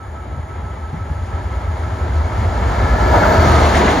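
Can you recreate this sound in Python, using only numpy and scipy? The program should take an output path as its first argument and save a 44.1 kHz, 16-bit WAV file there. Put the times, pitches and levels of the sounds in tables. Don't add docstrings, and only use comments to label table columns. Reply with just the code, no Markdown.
import sys
import numpy as np
from scipy import signal
from scipy.fft import rfft, irfft
from scipy.io import wavfile
from scipy.ndimage import uniform_filter1d, minimum_filter1d

SR = 44100
rng = np.random.default_rng(int(sys.argv[2]) if len(sys.argv) > 2 else 0)


def digitize_waveform(pressure):
    field = np.atleast_2d(pressure).T
    bounded = np.clip(field, -1, 1)
    quanta = np.round(bounded * 32767).astype(np.int16)
    wavfile.write(sys.argv[1], SR, quanta)


N = 176400
TIME, BIN_HZ = np.arange(N) / SR, np.arange(N // 2 + 1) * SR / N
SPEED_M_S, TRACK_DISTANCE_M, SOUND_M_S = 20, 5.0, 343
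FRONT_S, ENGINE_S, FLANK_S, REAR_S = 3.3, 3.6, 3.615, 3.864


def undb(db):
    return 10 ** (np.asarray(db) / 20)


def unit(x):
    return x / np.sqrt(np.mean(x ** 2))


def envelope(table):
    return undb(np.interp(TIME, *np.array(table).T))


def per_bin(table):
    hz, db = np.array(table).T
    return np.interp(np.log(BIN_HZ + 1e-3), np.log(hz), db)


def colour(x, table):
    hz = BIN_HZ + .00091
    ends = (1 + (.8 * table[0][0] / hz) ** 8) * (1 + (hz / table[-1][0] / 1.1) ** 12)
    return unit(irfft(rfft(x) * undb(per_bin(table)) / np.sqrt(ends), N))


def white():
    return rng.standard_normal((2, N))


def resonance(hz, width_hz):
    return unit(irfft(rfft(white()) / (1 + ((BIN_HZ - hz) / width_hz) ** 2), N))


def drift(rate_hz):
    hold = int(SR / rate_hz)
    steps = np.repeat(rng.standard_normal(N // hold + 1), hold)
    return 1.25 * uniform_filter1d(uniform_filter1d(steps, hold), hold)[:N]


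def tone(cycles, waver_db=0):
    return np.array([2 ** .5 * np.sin(2 * np.pi * (cycles + rng.random())) * undb(waver_db * drift(4.15))
                     for _ in range(2)])


def hump(peak_s, spread_s):
    return np.exp(-np.minimum(((TIME - peak_s) / spread_s) ** 2, 50))


def burst(start_s, rise_s):
    age = np.maximum(TIME - start_s, 0) / rise_s
    return age * np.exp(1 - age)


def distance(abreast_s):
    return np.hypot(SPEED_M_S * (TIME - abreast_s), TRACK_DISTANCE_M)


def spreading(abreast_s, power):
    return (TRACK_DISTANCE_M / distance(abreast_s)) ** power


def emission_time(abreast_s):
    return TIME - distance(abreast_s) / SOUND_M_S


# time in seconds at which the engine is far, nearing, then about abreast.
APPROACH_S = [2.1, 3.05, 3.55]
# multiple of the crank rate, then relative level in dB at each of those three times.
CRANK_ORDERS = [(5, -23, -15, -12), (6, -14, -3, -6), (7, -7, -6, -13), (8, -13, -12, -19),
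                (8.5, -11, -14, -25), (9, -8, -7, 1.5), (10, -9, -15, -12), (11.5, -12, -17, -14),
                (12, -16, -13, -13), (14, -23, -16, -5.5)]
# peak time in seconds, level in dB, spread in seconds, crank order that swells.
EXHAUST_CHUGS = [(.144, -29, .02, 9), (.335, -26, .025, 9), (.404, -23, .018, 9), (.6, -28, .02, 9),
                 (.723, -28, .02, 7), (.839, -26, .019, 9), (1.026, -25, .018, 10), (1.112, -28, .025, 9),
                 (1.216, -24, .018, 9), (1.354, -26, .02, 9), (1.461, -25, .016, 9), (1.574, -27, .03, 7),
                 (1.688, -24, .019, 9), (1.837, -24, .018, 9), (2.044, -20, .023, 9), (2.201, -15, .038, 9),
                 (2.409, -19, .017, 9), (2.465, -16.5, .016, 10), (2.534, -18, .016, 9),
                 (2.632, -18, .03, 7), (2.762, -17, .026, 7), (2.935, -19, .035, 7), (3.1, -14, .023, 7),
                 (3.488, -17, .027, 9), (3.567, -21, .018, 9), (3.654, -23, .03, 9)]
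# time in seconds, relative level in dB.
EXHAUST_LEVEL = [(0, -27.5), (.35, -27.5), (.7, -27.5), (1.2, -22.5), (1.9, -21), (2.2, -15.5),
                 (2.35, -18.5), (2.7, -15.5), (3.1, -16), (3.55, -15), (3.8, -19.5), (4, -21.5)]
# frequency in Hz, relative level in dB.
SILENCER_SPECTRUM = [(20, -23), (33, -16), (48, -17), (68, -1.5), (95, 0.5), (130, -14), (200, -21),
                     (400, -33.5), (1200, -75)]


def exhaust(crank_hz=8.335, cylinders=12):
    turns = crank_hz * emission_time(ENGINE_S)
    level = envelope(EXHAUST_LEVEL)
    throb = 0
    for order, *stage_db in CRANK_ORDERS:
        steady = level * undb(np.interp(TIME, APPROACH_S, stage_db) - 2)
        chugs = sum(undb(db) * hump(peak, spread)
                    for peak, db, spread, chug_order in EXHAUST_CHUGS if chug_order == order)
        throb += (steady + chugs) * tone(order * turns, waver_db=1.5)
    firings = np.diff(np.floor(turns * cylinders), append=0) > 0
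    uneven_pulses = firings * white() * undb(4 * drift(30))
    return throb + undb(-5.5) * level * colour(uneven_pulses, SILENCER_SPECTRUM)


# time in seconds, level of the whole train's roar in dB.
ROAR_LEVEL = [(0, -37.5), (.6, -36), (1.2, -33.5), (1.5, -31.5), (2.2, -29), (2.7, -23.5), (3.1, -22.5),
              (3.5, -16.5), (4, -24.5)]
# frequency in Hz, relative level in dB.
TRAIN_SPECTRUM = [(100, -11), (150, -5.5), (250, -7.5), (317, -10.5), (362, -6.5), (460, -10.5), (600, -10),
                  (663, -7.5), (720, -10.5), (920, -7.5), (1140, -12), (1340, -8.5), (1430, -18.5),
                  (1690, -15.5), (1920, -19.5), (2120, -17), (2620, -31), (3300, -29), (4500, -38.5),
                  (5800, -47.5), (7000, -39), (9000, -56)]
FRONT_BOGIE_SPECTRUM = [(82, -29), (140, -5), (519, -10), (642, -1), (781, -10.5), (966, -4), (1180, -26.5),
                        (1300, -10), (1530, -15), (1690, -21.5), (2260, -21.5), (2540, -43.5), (4500, -30),
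                        (5130, -38), (7000, -40), (9100, -50), (15400, -120)]
REAR_BOGIE_SPECTRUM = [(82, -40), (140, -4), (283, -2.5), (545, -6), (663, -3), (950, -3.5), (1140, -12.5),
                       (1800, -13), (2190, -16), (2460, -23.5), (4150, -24.5), (5050, -36), (7000, -32.5),
                       (9100, -54), (15400, -120)]


def rolling():
    parts = [(TRAIN_SPECTRUM, envelope(ROAR_LEVEL)),
             (FRONT_BOGIE_SPECTRUM, undb(-15) * spreading(FRONT_S, power=1.303)),
             (REAR_BOGIE_SPECTRUM, undb(-14) * spreading(REAR_S, power=1.7))]
    return sum(colour(white(), spectrum) * gain * undb(1.25 * drift(45)) for spectrum, gain in parts)


# start in seconds, level in dB, centre frequency in Hz.
WHEEL_KNOCKS = [(3.134, -10.5, 850), (3.222, -15, 1150), (3.305, -18.5, 720), (3.655, -18, 850)]
METAL_SQUEAKS = [(3.742, -19, 1830), (3.872, -19.5, 1840)]


def knocks_and_squeaks():
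    knocks = sum(undb(db) * burst(start, .016) * resonance(hz, .4 * hz)
                 for start, db, hz in WHEEL_KNOCKS)
    squeaks = sum(undb(db) * burst(start, .0086) * resonance(hz, .21 * hz)
                  for start, db, hz in METAL_SQUEAKS)
    return knocks + squeaks


# frequency in Hz, level in dB, peak time in seconds, spread in seconds.
TRACK_MODES = [(594, -24.5, 3.27, .08), (626, -22, 3.29, .07), (651, -19.5, 3.41, .14),
               (1258, -22.5, 3.52, .13), (1325, -25, 3.41, .09)]


def track_ringing():
    return sum(undb(db + 1.6 * drift(60)) * hump(peak, spread) * tone(hz * TIME + .075 * drift(40))
               for hz, db, peak, spread in TRACK_MODES)


# source frequency in Hz, width in Hz, level abreast in dB, power of distance.
WHEEL_BANDS = [(344.7, 12, -31, 0.9), (578, 17, -31, 1.02), (726, 14, -34.5, 0.67), (795, 14, -31, 0.7),
               (1243, 54, -29, 1.7), (1479, 17, -40, 0.62), (1610, 58, -30.5, 1.07), (2136, 43, -36, 1.6),
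               (4550, 98, -38.5, 1.9), (6110, 90, -44, 2.3)]


def wheel_singing():
    emitted = emission_time(FRONT_S + .07945) % (N / SR)
    out = 0
    for hz, width, db, power in WHEEL_BANDS:
        shifted = np.array([np.interp(emitted, TIME, band) for band in resonance(hz, width)])
        out += shifted * undb(db) * spreading(FRONT_S + .21, power)
    return out


# source frequency in Hz, level in dB, then time abreast, peak time and spread in seconds.
GEAR_WHINES = [(1280, -30, 3.38, 3.04, .34), (1258, -33, 3.98, 3.85, .25), (1205, -40, 3.6, 2.9, .25),
               (1670, -34.5, 3.6, 3.2, .48), (1630, -32.5, 3.38, 3.12, .38)]


def gears():
    out = 0
    for hz, db, abreast, peak, spread in GEAR_WHINES:
        cycles = hz * emission_time(abreast) + .2 * drift(25.04)
        out += undb(db) * hump(peak, spread) * tone(cycles, waver_db=1.6)
    return out


# time in seconds, level at the crest of a throb in dB.
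MOTOR_LEVEL = [(0, -37.5), (1.4, -36.5), (2.3, -35.5), (3.5, -35), (4, -39)]


def traction_motor(whine_hz=1234, wheel_hz=5.68):
    emitted = emission_time(ENGINE_S)
    throb = (.5 + .5 * np.cos(2 * np.pi * (wheel_hz * emitted + .08))) ** 1.4
    whine = tone(whine_hz * emitted + .07 * drift(90), waver_db=.7)
    return envelope(MOTOR_LEVEL) * throb * whine


# frequency in Hz, relative level in dB.
AIR_SPECTRUM = [(1200, -48), (2600, 4), (4400, 1.5), (5200, -2.5), (6300, -2.5), (8000, -3.5), (10000, -4),
                (12000, -20.5), (15500, -19)]


def flank_air(loss_db_per_m=.2):
    absorption_db = loss_db_per_m * (distance(FLANK_S) - TRACK_DISTANCE_M)
    rush = undb(-31 + 1.1 * drift(23.14) - absorption_db) * spreading(FLANK_S, power=.7)
    spit = undb(-29) * burst(3.745, .021)
    return np.hypot(rush, spit) * colour(white(), AIR_SPECTRUM)


# frequency in Hz, relative level in dB.
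SIZZLE_SPECTRUM = [(8000, -5), (10000, -2), (11500, -7), (13000, 10), (15500, -0.5)]
RAIL_SPECTRUM = [(3000, -24), (5900, -31), (6700, 4), (7600, -20), (10000, 3.5), (12000, -18.5),
                 (15500, -24)]


def wheel_and_rail_hiss():
    wheels = undb(-49.5 + 1.5 * drift(20)) * spreading(3.34, power=1.54)
    rails = undb(-47.5 + 1.1 * drift(21)) * spreading(FLANK_S, power=.45)
    return wheels * colour(white(), SIZZLE_SPECTRUM) + rails * colour(white(), RAIL_SPECTRUM)


# peak time in seconds, level in dB, spread in seconds, pitch in Hz.
MIC_BUMPS = [(.352, -28, .024, 139), (.394, -29, .014, 125), (.943, -22, .013, 145),
             (.972, -29.5, .017, 165), (1.115, -25, .014, 145)]
# frequency in Hz, relative level in dB.
BUMP_SPECTRUM = [(70, -1), (120, 3), (170, 0), (250, -2.5), (380, -17), (700, -41)]


def mic_bumps():
    return sum(undb(db) * hump(peak, spread) * (tone(hz * TIME) + undb(-2) * colour(white(), BUMP_SPECTRUM))
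               for peak, db, spread, hz in MIC_BUMPS)


# frequency in Hz, side minus mid level in dB.
STEREO_WIDTH = [(60, -25.5), (150, -18.5), (330, -14), (650, -5), (1250, -1.5), (1900, -10.5), (4000, -3.5),
                (6000, -8.5), (7300, -9), (8400, 67), (10000, 10), (13000, 2.5), (15500, -15)]
# frequency in Hz, left minus right level in dB.
STEREO_LEAN = [(100, 0.44), (1000, 0.41), (2200, 1.5), (4000, 0.86), (8000, 0.36)]


def scene():
    mix = (exhaust() + rolling() + knocks_and_squeaks() + track_ringing() + wheel_singing()
           + gears() + traction_motor() + mic_bumps() + flank_air() + wheel_and_rail_hiss())
    fade = np.clip(np.minimum(TIME, TIME[::-1]) / .003, 0, 1)
    direct, scattered = rfft(fade * mix)
    width, lean = undb(per_bin(STEREO_WIDTH)), undb(per_bin(STEREO_LEAN) / 2)
    lead = .38
    apart = 1j * lead * direct + np.sqrt(1 - lead ** 2) * scattered
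    mid, side = np.array([direct, apart * width]) / np.hypot(1, width)
    return irfft(np.array([(mid + side) * lean, (mid - side) / lean]), N)


def record(dry, ceiling=.92, window_s=.003, cutoff_hz=15700):
    window = int(window_s * SR)
    allowed_gain = ceiling / np.maximum(np.abs(dry).max(axis=0), ceiling)
    limited = dry * uniform_filter1d(minimum_filter1d(allowed_gain, window), window)
    return signal.sosfilt(signal.ellip(10, .2, 80, cutoff_hz, fs=SR, output="sos"), limited)


dry = scene()
out = record(dry)
digitize_waveform(out)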